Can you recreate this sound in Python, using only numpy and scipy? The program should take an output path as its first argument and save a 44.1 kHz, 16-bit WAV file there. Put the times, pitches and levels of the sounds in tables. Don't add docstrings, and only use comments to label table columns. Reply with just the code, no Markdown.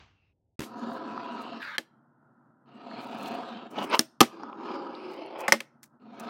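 import sys
import numpy as np
from scipy import signal
from scipy.fft import rfft, irfft, next_fast_len
from scipy.io import wavfile
from scipy.ndimage import uniform_filter1d, map_coordinates

SR = 44100
rng = np.random.default_rng(int(sys.argv[2]) if len(sys.argv) > 2 else 0)


def generate_wav(signal):
    frames = np.transpose(np.atleast_2d(signal))
    scaled = np.clip(frames, -1, 1) * 32767
    pcm = np.round(scaled).astype(np.int16)
    wavfile.write(sys.argv[1], SR, pcm)


N = 277389


def amp(db):
    return np.exp(np.asarray(db) * (np.log(10) / 20))


def unit(x):
    return x / np.sqrt(np.mean(x ** 2) + 1e-20)


def clock():
    return np.arange(N) / SR


def along(points, hz):
    freqs, values = np.transpose(points)
    return np.interp(np.log(hz + 1), np.log(freqs + 1), values)


def curves(rows):
    times, *columns = np.transpose(rows)
    return [np.interp(clock(), times, column) for column in columns]


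def during(start, stop, fade):
    return np.sqrt(np.clip(.5 + np.minimum(clock() - start, stop - clock()) / fade, 0, 1))


def wobble(rate, t):
    knots = rng.standard_normal(int(t[-1] * rate) + 4)
    fine = np.arange(0, len(knots) - 1, .125)
    return np.interp(t * rate, fine, map_coordinates(knots, [fine]))


def bell(x, centre, width):
    return 1 / (1 + (2 * (x - centre) / width) ** 2)


def filtered(x, response):
    size = next_fast_len(len(x) + 8192)
    return irfft(rfft(x, size) * response(np.fft.rfftfreq(size, 1 / SR)), size)[..., :len(x)]


def coloured(x, spectrum, peaks=()):
    lift_db = lambda f: sum(db * bell(f, hz, width) for hz, width, db in peaks)
    return unit(filtered(x, lambda f: amp(along(spectrum, f) + lift_db(f))))


def noise(spectrum, peaks=(), size=N):
    return coloured(rng.standard_normal(size), spectrum, peaks)


def add(track, start, sound):
    part = track[round(start * SR):][:len(sound)]
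    part += sound[:len(part)]


# frequency in Hz, level in dB.
RUMBLE_EQ = [(15, -41), (25, -25), (75, -4.5), (94, -3), (124, -11), (900, -29), (1170, -65), (1980, -120)]
HISS_EQ = [(410, -47), (700, -13), (752, -11), (1680, -14), (2740, -15), (6260, -28.5), (8000, -44),
           (10400, -74), (17600, -120)]
ROOM_TONE_EQ = [(24, -51), (40, -34.5), (120, 0.5), (228, 1), (343, 3), (435, -8), (685, -5.5), (1000, -11),
                (1160, -19), (1340, -15), (1700, -27), (1930, -27.5), (2250, -40.5), (3200, -39.5),
                (12000, -40), (15600, -81), (22000, -120)]

def background(wash_t60=0.42, tone_db=-64):
    t = clock()
    wash = amp(-60 * t / wash_t60)
    rumble = (amp(-75) + amp(-59) * wash) * noise(RUMBLE_EQ)
    hiss = amp(-56.5) * wash * noise(HISS_EQ)
    tone_level = amp(tone_db + 1.1 * wobble(20, t))
    tone = tone_level * noise(ROOM_TONE_EQ, peaks=[(138, 28, 11), (236, 46, 12), (1430, 1200, 20)])
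    first_run = STUTTER_BURSTS[0][0]
    return (rumble + hiss) * during(0, 0.554, 0.0069) + tone * during(first_run, N / SR, 0.0029)


# frequency in Hz, depth in dB.
SWIRL_DEPTH = [(800, .5), (2000, 2.4), (5000, 2.8), (8000, 4.5)]

def resonate(drive, spectrum, peaks=(), sliding=(), glide=((0, 1),), drift=0.011, swell=0.13):
    f, t, frames = signal.stft(drive, SR, nperseg=2048)
    gain_db = along(spectrum, f)[:, None]
    for group, bend in ((peaks, 1), (sliding, np.interp(t, *np.transpose(glide)))):
        for hz, width, db in group:
            centre = hz * bend * (1 + drift * max(1, hz / 900) * wobble(5, t))
            lift_db = db * (1 + swell * wobble(7, t))
            gain_db = gain_db + lift_db * bell(f[:, None], centre, width)
    patches = uniform_filter1d(rng.standard_normal(frames.shape), size=12, axis=0)
    patches = unit(uniform_filter1d(patches, size=4, axis=1))
    gain_db = gain_db + along(SWIRL_DEPTH, f)[:, None] * patches
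    return signal.istft(frames * amp(gain_db), SR, nperseg=2048)[1][:N]


def free_wheels(level_db=-76.5, stop=0.308):
    whirr = resonate(rng.standard_normal(N), HISS_EQ, sliding=[(2700, 630, 15)],
                     glide=[(0, 1.08), (stop, 0.95)], drift=0.003, swell=0.17)
    return unit(whirr) * amp(level_db) * during(0, stop, 0.052)


# frequency in Hz, level in dB.
STUTTER_EQ = [(18, -44), (30, -19), (284, 7.5), (561, -5), (622, -17), (1020, -5), (1470, -8),
              (2830, -10.5), (15500, -26)]
CRACK_EQ = [(150, -20.5), (400, -4.5), (1200, -4.5), (3200, -1.5), (6000, -3), (8500, -6.5), (10500, -8.5),
            (13500, -7.5), (16000, -19)]
# start in seconds, stop in seconds, level in dB.
STUTTER_BURSTS = [(0.5927, 0.5967, -33), (0.604, 0.61, -33), (0.6154, 0.626, -37.5), (0.6276, 0.64, -39)]

def stutter(tail_db=-46, tail_t60=0.15):
    chops = sum(amp(db) * during(start, stop, 0.0013) for start, stop, db in STUTTER_BURSTS)
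    after = clock() - STUTTER_BURSTS[-1][1]
    tail = (after > 0) * amp(tail_db - 60 * np.abs(after) / tail_t60)
    return chops * noise(STUTTER_EQ) + tail * noise(CRACK_EQ)


def grit(per_s, spread_db=3, flutter_db=1.32, clumps_per_s=100):
    hits = np.flatnonzero(rng.random(N) < per_s / SR)
    size_db = spread_db * rng.standard_normal(N)[hits]
    step = SR // 1000
    clump_db = flutter_db * wobble(clumps_per_s, clock()[::step])[hits // step]
    blows = np.zeros(N)
    blows[hits] = rng.choice([-1, 1], N)[hits] * amp(size_db + clump_db)
    return blows


def rolling(spectrum, peaks, sliding=(), glide=((0, 1),), grains_per_s=5000):
    blows = grit(grains_per_s) + amp(4) * grit(per_s=18)
    top = resonate(blows, spectrum, peaks, sliding, glide)
    crossovers_hz = np.array([[450], [1800], [3400], [6500]])
    lowpassed = filtered(top, lambda f: 1 / (1 + (f / crossovers_hz) ** 12))
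    boom, body, rasp, fizz, air = np.diff([np.zeros(N), *lowpassed, top], axis=0)
    fizz = fizz + air * amp(-5 + 5 * wobble(24, clock()))
    return np.array([unit(band) * amp(0.44 * wobble(16, clock())) for band in (boom, body, rasp, fizz)])


def pushed(strokes, responses, bands, brake_curve):
    t, out = clock(), np.zeros(N)
    for start, stop, speed_up, slow_down, db, rise_db, fall_db, bright_db, bright_db_per_s in strokes:
        rising = np.clip((t - start) / speed_up, 0, 1)
        braking = np.clip(1 - (stop - t) / slow_down, 0, 1)
        effort_db = -rise_db * np.cos(np.pi / 2 * rising) ** 2 - fall_db * braking ** brake_curve
        tilt_db = bright_db + bright_db_per_s * (np.clip(t, start, stop) - (start + stop) / 2)
        mix = sum(band * amp(band_db + by_effort * effort_db + by_tilt * tilt_db)
                  for band, (band_db, by_effort, by_tilt) in zip(bands, responses))
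        out += amp(db) * during(start, stop, 0.025) * mix
    return out


# frequency in Hz, level in dB.
NEAR_EQ = [(41, -89), (70, -126), (123, -12.5), (168, -21), (230, 6), (369, -5), (553, -13), (605, -19.5),
           (692, -2.5), (866, -12), (1270, -10), (1820, -16.5), (4170, -23.5), (7650, -42), (9500, -46.5),
           (15000, -53)]
# centre in Hz, width in Hz, lift in dB.
OUTWARD_PEAKS = [(137.4, 42, 4.5), (230, 31, 7.4), (313, 44, 3.2), (415, 23, 7.8), (547.4, 25, 12.8),
                 (670, 21, 10), (967, 60, 14), (1070, 58, 4.5), (1283, 93, 8)]
HOMEWARD_PEAKS = [(138, 51, 7.3), (222.6, 42, 9.2), (423, 56, 8.1), (559, 36, 12.9), (698, 220, 7.6),
                  (952, 110, 11), (1276, 98, 9.6)]
UPPER_PEAKS = [(1590, 160, 2), (1950, 250, -3), (2620, 560, 8.5), (3050, 300, 3), (4400, 1200, 8.5),
               (5800, 500, -2), (7100, 1300, 8)]
# time in seconds, pitch factor.
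UPPER_GLIDE = [(.85, 1.03), (1.08, 1.05), (1.25, 1.02), (1.45, 1.046), (2.8, 1.02), (3.15, 0.93),
               (3.45, 1.01), (6.1, 0.96)]
# time in seconds, boost in dB, half length in seconds.
PASS_BYS = [(1.12, 2.5, 0.26), (3.28, 5.5, 0.13)]
PASS_BY_SHARES = [0.89, 0.84, 1.04, 1.06]
# start, stop, speed-up time and slow-down time in seconds,
# top level, effort rise, effort fall and brightness in dB, brightening in dB per second.
EASY_PUSHES = [(.645, 1.615, 0.23, 0.27, -41.5, 8.9, 6, -1.3, 9),
               (2.67, 3.69, 0.33, 0.22, -42, 17.5, 13.4, 2, -2),
               (6.01, 6.3, 0.32, .02, -38.5, 20.8, 2.2, 1.7, 13)]
# level at top speed in dB, dB per dB of effort, dB per dB of brightness.
PUSH_RESPONSE = [(-1.5, 0.65, -.5), (-1, 1, 0), (-17.5, 1, 1.34), (-18.5, 1.05, 0.24)]

def easy_pushes():
    back = during(EASY_PUSHES[1][0], N / SR, 0.012)
    outward = rolling(NEAR_EQ, OUTWARD_PEAKS, UPPER_PEAKS, UPPER_GLIDE)
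    homeward = rolling(NEAR_EQ, HOMEWARD_PEAKS, UPPER_PEAKS, UPPER_GLIDE)
    closeness_db = sum(db * bell(clock(), when, 2 * half) for when, db, half in PASS_BYS)
    bands = ((1 - back) * outward + back * homeward) * amp(np.outer(PASS_BY_SHARES, closeness_db))
    return pushed(EASY_PUSHES, PUSH_RESPONSE, bands, brake_curve=3.8)


# frequency in Hz, level in dB.
SCUFF_EQ = [(500, -20.5), (1500, 8), (3000, -4.5), (6000, 4.5), (10000, 0), (14000, -2.5), (16000, 4.5)]
# peak time in seconds, level in dB, seconds per 10 dB of rise, t60 in seconds.
SCUFF_CUES = [(.93, -59, 0.027, 0.2), (1.42, -63, .04, 0.24), (1.626, -49.5, .005, 0.16),
              (3.025, -57, 0.015, 0.21), (3.425, -69, .008, 0.049), (3.26, -54, 0.078, 0.25),
              (3.35, -57, .01, 0.058), (3.712, -61.5, .0053, 0.16), (3.79, -52, 0.0088, 0.072),
              (3.842, -41, 0.01, 0.069), (3.945, -40, .015, 0.18), (3.996, -39, .003, 0.12),
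              (5.393, -45, 0.004, 0.16), (5.11, -62, .02, 0.3), (5.831, -46, .002, 0.082),
              (6.199, -51.5, .0031, 0.1)]

def scuffs():
    t = clock()
    level = sum(amp(db - np.maximum(10 * (peak - t) / rise, 60 * (t - peak) / t60))
                for peak, db, rise, t60 in SCUFF_CUES)
    return level * coloured(grit(per_s=10000, spread_db=7, flutter_db=-5), SCUFF_EQ)


# start in seconds, level in dB, pitch in Hz.
TICK_CUES = [(1.177, -23.5, 1150), (1.177, -48, 4350), (1.464, -29.5, 990), (1.627, -30.5, 2400),
             (2.884, -40, 773), (2.912, -35, 1490), (3.161, -25.5, 762), (3.259, -29.5, 3460),
             (3.393, -24.5, 695), (3.786, -32.5, 3020), (3.837, -22, 1050), (3.899, -43.5, 8900),
             (3.913, -30, 3200), (3.946, -36, 2560), (4.434, -25, 1040), (4.433, -43, 4970),
             (4.485, -59, 4860), (4.492, -49, 1000), (4.53, -29.5, 980), (4.528, -46.5, 2550),
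             (4.600, -31, 990), (4.672, -23, 950), (4.686, -26, 950), (4.705, -27, 940), (4.951, -43, 3930),
             (5.262, -57, 10500)]

def ticks(t60=0.014):
    out, t = np.zeros(N), np.arange(SR // 16) / SR
    for start, db, hz in TICK_CUES:
        q = 2 * max(1, hz / 3200)
        bandpass = lambda f: 1 / (1 + np.abs(q * (f / hz - hz / (f + 1))) ** 4)
        burst = unit(filtered(rng.standard_normal(len(t)), bandpass))
        add(out, start, amp(db - 60 * t / t60) * np.minimum(t * hz, 1) * burst)
    return out


# frequency in Hz, level in dB.
GRIND_EQ = [(59, -44), (100, -24.5), (223, -25.5), (712, -23.5), (791, -23), (880, -9.5), (1100, -12.5),
            (1690, -7), (1880, -13.5), (3850, -22), (5400, -30), (7500, -46), (15500, -48.5)]
# centre in Hz, width in Hz, lift in dB.
GRIND_PEAKS = [(240, 60, 9.5), (550, 80, 6), (1230, 130, 5), (1633, 300, 5.3), (2040, 300, 4.03),
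               (3155, 450, 6), (3710, 400, 6), (4350, 400, 5)]

def grind(start=1.612, stop=1.759, scrape_db=-41.5, whistle_from=1.655, whistle_db=-46.5):
    glide = [(start, 1.17), (stop, 0.97)]
    blows = grit(per_s=4000, spread_db=-0.5, flutter_db=1)
    scrape = unit(resonate(blows, GRIND_EQ, sliding=GRIND_PEAKS, glide=glide, drift=0.0033, swell=0.18))
    bend = curves(glide)[0] ** 0.55
    hz = 1640 * bend * (1 + 0.033 * wobble(200, clock()))
    flutter = amp(4 * wobble(60, clock()))
    whistle = unit(np.sin(2 * np.pi * np.cumsum(hz) / SR) * flutter)
    return (scrape * amp(scrape_db) * during(start, stop, 0.031)
            + whistle * amp(whistle_db) * during(whistle_from, stop, 0.012))


def ring(modes, t, attack):
    sound = np.zeros(len(t))
    for hz, db, t60 in modes:
        decay = amp(db + rng.normal(0, 1.3) - 60 * np.maximum(t - attack, 0) / t60)
        blur_hz = 11 * min(hz / 500, 2) * wobble(150, t)
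        cycles = np.cumsum(hz + blur_hz) / SR + rng.random()
        sound += decay * np.sin(2 * np.pi * cycles)
    return sound * np.minimum(t / attack, 1) / np.linalg.norm([amp(db) for _, db, _ in modes])


# pitch in Hz, relative level in dB, t60 in seconds.
DECK_MODES = [(1720, 2.5, 0.023), (2040, -1.5, 0.024), (3210, 1, 0.02), (4060, -3, 0.018), (4750, -4, 0.02)]
WHEEL_MODES = [(64.9, -9, 0.015), (799, -0.5, 0.05), (945, -12, 0.066), (1123, -5.5, 0.04),
               (1237, 2.5, 0.046), (1275, -8.5, 0.028)]
TRUCK_MODES = [(5290, 1, 0.015), (5950, -2, .012), (8600, -6.5, 0.013)]
TABLE_MIDDLE_MODES = [(133, -20, 0.14), (235, 0.5, 0.087), (242, -6.5, 0.073), (320, -0.5, 0.12),
                      (384, 6, 0.031), (520, -11, 0.069), (643, -21, 0.2)]
TABLE_END_MODES = [(227, -7, 0.15), (550, 1, 0.06), (686, -5, 0.05), (853, -0.5, 0.054),
                   (1093, -0.5, 0.023), (1280, -4.5, 0.048), (1500, -6.5, 0.055), (1806, -5.5, .05),
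                   (2065, -4.5, 0.05), (5060, -21, .1), (5380, -19, .1)]
# pitch factor, relative level in dB.
KNOCK_PAIR = [(0.99, -2), (.885, -5.5)]
# frequency in Hz, level in dB.
SCATTER_EQ = [(80, -25), (220, 4), (550, 2.5), (1000, -7), (2000, -3), (3500, -5), (5500, -11), (9000, -15),
              (15000, -22.5)]
# start in seconds, crack level in dB, crack pitch in Hz, levels in dB of
# table middle, table end, wheels, deck and knock, knock pitch in Hz, trucks in dB, contact in seconds.
CLACK_CUES = [(1.7816, -26, 3400, -30.5, -32, -42.5, -16, -38.5, 1650, -39, 0.0013),
              (3.9927, -11.5, 4200, -17, -36.5, -27.5, -18, -20.5, 2090, -7, 0.00088),
              (4.2048, -10.5, 3000, -11, -28.5, -9, -15, -18.5, 2910, -19.5, .0045),
              (4.2111, -12.5, 5600, -6, -24, -6.5, -18.5, -22.5, 2870, -22, .003),
              (4.229, -29, 4000, -22, -34.5, -23, -34, -38, 2854, -38, .003),
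              (5.4804, -28.5, 7640, -32, -17.5, -24, -26, -12, 2075, -39.5, 0.0031),
              (5.522, -14.5, 5800, -25.5, -12.5, -30.5, -23, -4.5, 2130, -11.5, .0017),
              (5.5263, -20, 5550, -33, -22.5, -26, -21, -13, 2120, -21.5, .0013),
              (5.5365, -43, 2000, -27, -22, -39, -35, -24, 2100, -39.5, .003),
              (5.604, -35.5, 2640, -44, -42.5, -44, -29.5, -28, 2640, -61, .0028)]

def clacks(crack_t60=0.0098, knock_t60=0.022, scatter_t60=0.13, usual_contact_s=0.0021):
    out, t = np.zeros(N), np.arange(SR // 4) / SR
    for (start, crack_db, crack_hz, middle_db, end_db, wheel_db, deck_db,
         knock_db, knock_hz, truck_db, contact) in CLACK_CUES:
        chatter = np.minimum(t / (0.3 * contact), 1) * amp(-60 * np.maximum(t - contact, 0) / crack_t60)
        crack = chatter * noise(CRACK_EQ, peaks=[(crack_hz, 0.33 * crack_hz, 8)], size=len(t))
        knock_modes = [(knock_hz * factor, db, knock_t60) for factor, db in KNOCK_PAIR]
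        board = (amp(deck_db) * ring(DECK_MODES, t, 0.41 * contact)
                 + amp(wheel_db) * ring(WHEEL_MODES, t, 0.97 * contact)
                 + amp(knock_db) * ring(knock_modes, t, 0.15 * contact)
                 + amp(truck_db) * ring(TRUCK_MODES, t, 0.95 * contact))
        table = (amp(middle_db) * ring(TABLE_MIDDLE_MODES, t, 0.82 * contact)
                 + amp(end_db) * ring(TABLE_END_MODES, t, 1.9 * contact))
        add(out, start, amp(crack_db) * crack + board + table)
        levels = amp([crack_db, middle_db, end_db, wheel_db, deck_db, knock_db, truck_db])
        strength = np.linalg.norm(levels) * np.sqrt(contact / usual_contact_s)
        tail = amp(-23.5 - 60 * t / scatter_t60) * np.minimum(t / 0.0033, 1)
        add(out, start + contact, strength * tail * noise(SCATTER_EQ, size=len(t)))
    low_cut = signal.butter(2, 140, "high", fs=SR, output="sos")
    return signal.sosfilt(low_cut, out)


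# frequency in Hz, level in dB.
SHOVE_EQ = [(41, -70), (70, -50), (150, -10.5), (232, 5.5), (450, -4.5), (560, -2), (820, -1.5), (1100, -6),
            (1350, -9), (1900, -19), (2300, -14), (2950, -10.5), (3490, -24), (5000, -25), (10300, -46),
            (15500, -42)]
DRAG_EQ = [(41, -68.5), (70, -48.5), (220, -4), (390, 2), (520, -3.5), (800, -6), (1250, -2), (1600, -10),
           (2100, -5), (3100, -7), (3600, -17), (4900, -14), (6000, -22.5), (10000, -33), (15500, -37.5)]
# centre in Hz, width in Hz, lift in dB.
SHOVE_PEAKS = [(970, 110, 3), (1266, 130, 5)]
DRAG_PEAKS = [(975, 110, 10), (1266, 130, 2)]
# start, stop, speed-up time and slow-down time in seconds,
# top level, effort rise, effort fall and brightness in dB, brightening in dB per second.
HARD_SHOVES = [(3.7, 3.868, 0.09, 0.023, -36, 18.5, 13.5, -0.5, -8),
               (3.868, 3.987, 0.088, 0.0361, -20, 25, 23.5, 2.5, 18)]
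# level at top speed in dB, dB per dB of effort, dB per dB of brightness.
SHOVE_RESPONSE = [(-3.5, 0.56, -3.5), (1, 0.97, -0.66), (-8.5, 1.08, -0.1), (-15.5, 1.3, 0.9)]

def hard_shoves():
    pressed = during(HARD_SHOVES[1][0], N / SR, 0.018)
    shove = rolling(SHOVE_EQ, SHOVE_PEAKS, grains_per_s=3500)
    drag = rolling(DRAG_EQ, DRAG_PEAKS, grains_per_s=3200)
    return pushed(HARD_SHOVES, SHOVE_RESPONSE, (1 - pressed) * shove + pressed * drag, brake_curve=0.71)


# frequency in Hz, level in dB.
MIDDLE_EQ = [(41, -76.5), (70, -66), (215, -3), (330, -1), (605, -11), (906, -7), (1210, -7), (1700, -16.5),
             (1860, -28), (2430, -26.5), (4880, -30.5), (6390, -46.5), (15000, -64)]
FAR_EQ = [(41, -93), (70, -60), (134, -32), (330, -9.5), (441, -11.5), (847, -2.5), (1740, -19.5),
          (2720, -14.5), (3640, -22.5), (5220, -20.5), (6680, -46), (10700, -40), (15000, -82.5)]
# centre in Hz, width in Hz, lift in dB.
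MIDDLE_PEAKS = [(243, 60, 1.6), (400, 29, 4.5), (544.6, 24, 13.4), (817, 22, 14.1), (965, 85, 10),
                (1240, 130, 7.8), (2340, 180, 3.2), (2850, 400, 3.4), (4900, 480, 9), (7560, 550, 11)]
FAR_PEAKS = [(528, 41, 13), (643, 110, 7.9), (860, 81, 6), (1090, 60, 6.6), (2200, 450, 5.5),
             (2930, 840, 4), (4630, 800, 5)]
BOOM_PEAKS = [(345, 154, 8.5)]
# time in seconds, pitch factor.
BOOM_GLIDE = [(4.3, 0.76), (4.75, 1.01), (5.15, 1.05), (5.45, 1.05)]
# time in seconds, body level in dB, treble level in dB.
AWAY_LEVELS = [(4.31, -55, -67), (4.42, -45.5, -62), (4.54, -47, -71), (4.63, -44.5, -57), (4.72, -39, -51),
               (4.89, -44, -59.5), (4.98, -46.5, -54.5), (5.29, -46, -54.5), (5.455, -36.5, -45.5)]

def roll_away(start=4.28, stop=5.474, thin_from=5.2, boom_loss_db_per_s=55.5, fizz_loss_db_per_s=41):
    body_db, treble_db = curves(AWAY_LEVELS)
    far = during(5.044, N / SR, fade=0.28)
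    middle_roll = rolling(MIDDLE_EQ, MIDDLE_PEAKS, BOOM_PEAKS, BOOM_GLIDE)
    far_roll = rolling(FAR_EQ, FAR_PEAKS, BOOM_PEAKS, BOOM_GLIDE)
    boom, body, rasp, fizz = np.sqrt(1 - far ** 2) * middle_roll + far * far_roll
    thinning_s = np.maximum(clock() - thin_from, 0)
    low = amp(body_db) * (body + amp(2 - boom_loss_db_per_s * thinning_s) * boom)
    high = amp(treble_db) * (amp(-2) * rasp + amp(-5 - 3 * far - fizz_loss_db_per_s * thinning_s) * fizz)
    return during(start, stop, 0.0092) * (low + high)


# frequency in Hz, t60 in seconds.
ROOM_DECAY = [(150, .3), (500, 0.45), (2000, 0.33), (5000, 0.32), (14000, 0.24)]

def room(dry, wet_db=-31, predelay_s=0.0074):
    hz, t, frames = signal.stft(rng.standard_normal(SR // 2), SR, nperseg=256)
    decay = amp(-60 * t / along(ROOM_DECAY, hz)[:, None])
    tail = signal.istft(frames * decay, SR, nperseg=256)[1]
    out = dry.copy()
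    add(out, predelay_s, signal.fftconvolve(dry, amp(wet_db) * tail / np.linalg.norm(tail)))
    return out


def scene():
    contacts = room(clacks() + ticks() + grind() + scuffs())
    rolls = easy_pushes() + hard_shoves() + roll_away()
    return (contacts + rolls + free_wheels() + stutter() + background())[None]


def record(dry, ceiling=0.95, top_hz=16000):
    clipped = dry[0] / (1 + np.abs(dry[0] / ceiling) ** 6) ** (1 / 6)
    return filtered(clipped, lambda f: np.clip((top_hz - f) / 500 + .5, 0, 1))[None]


dry = scene()
out = record(dry)
generate_wav(out)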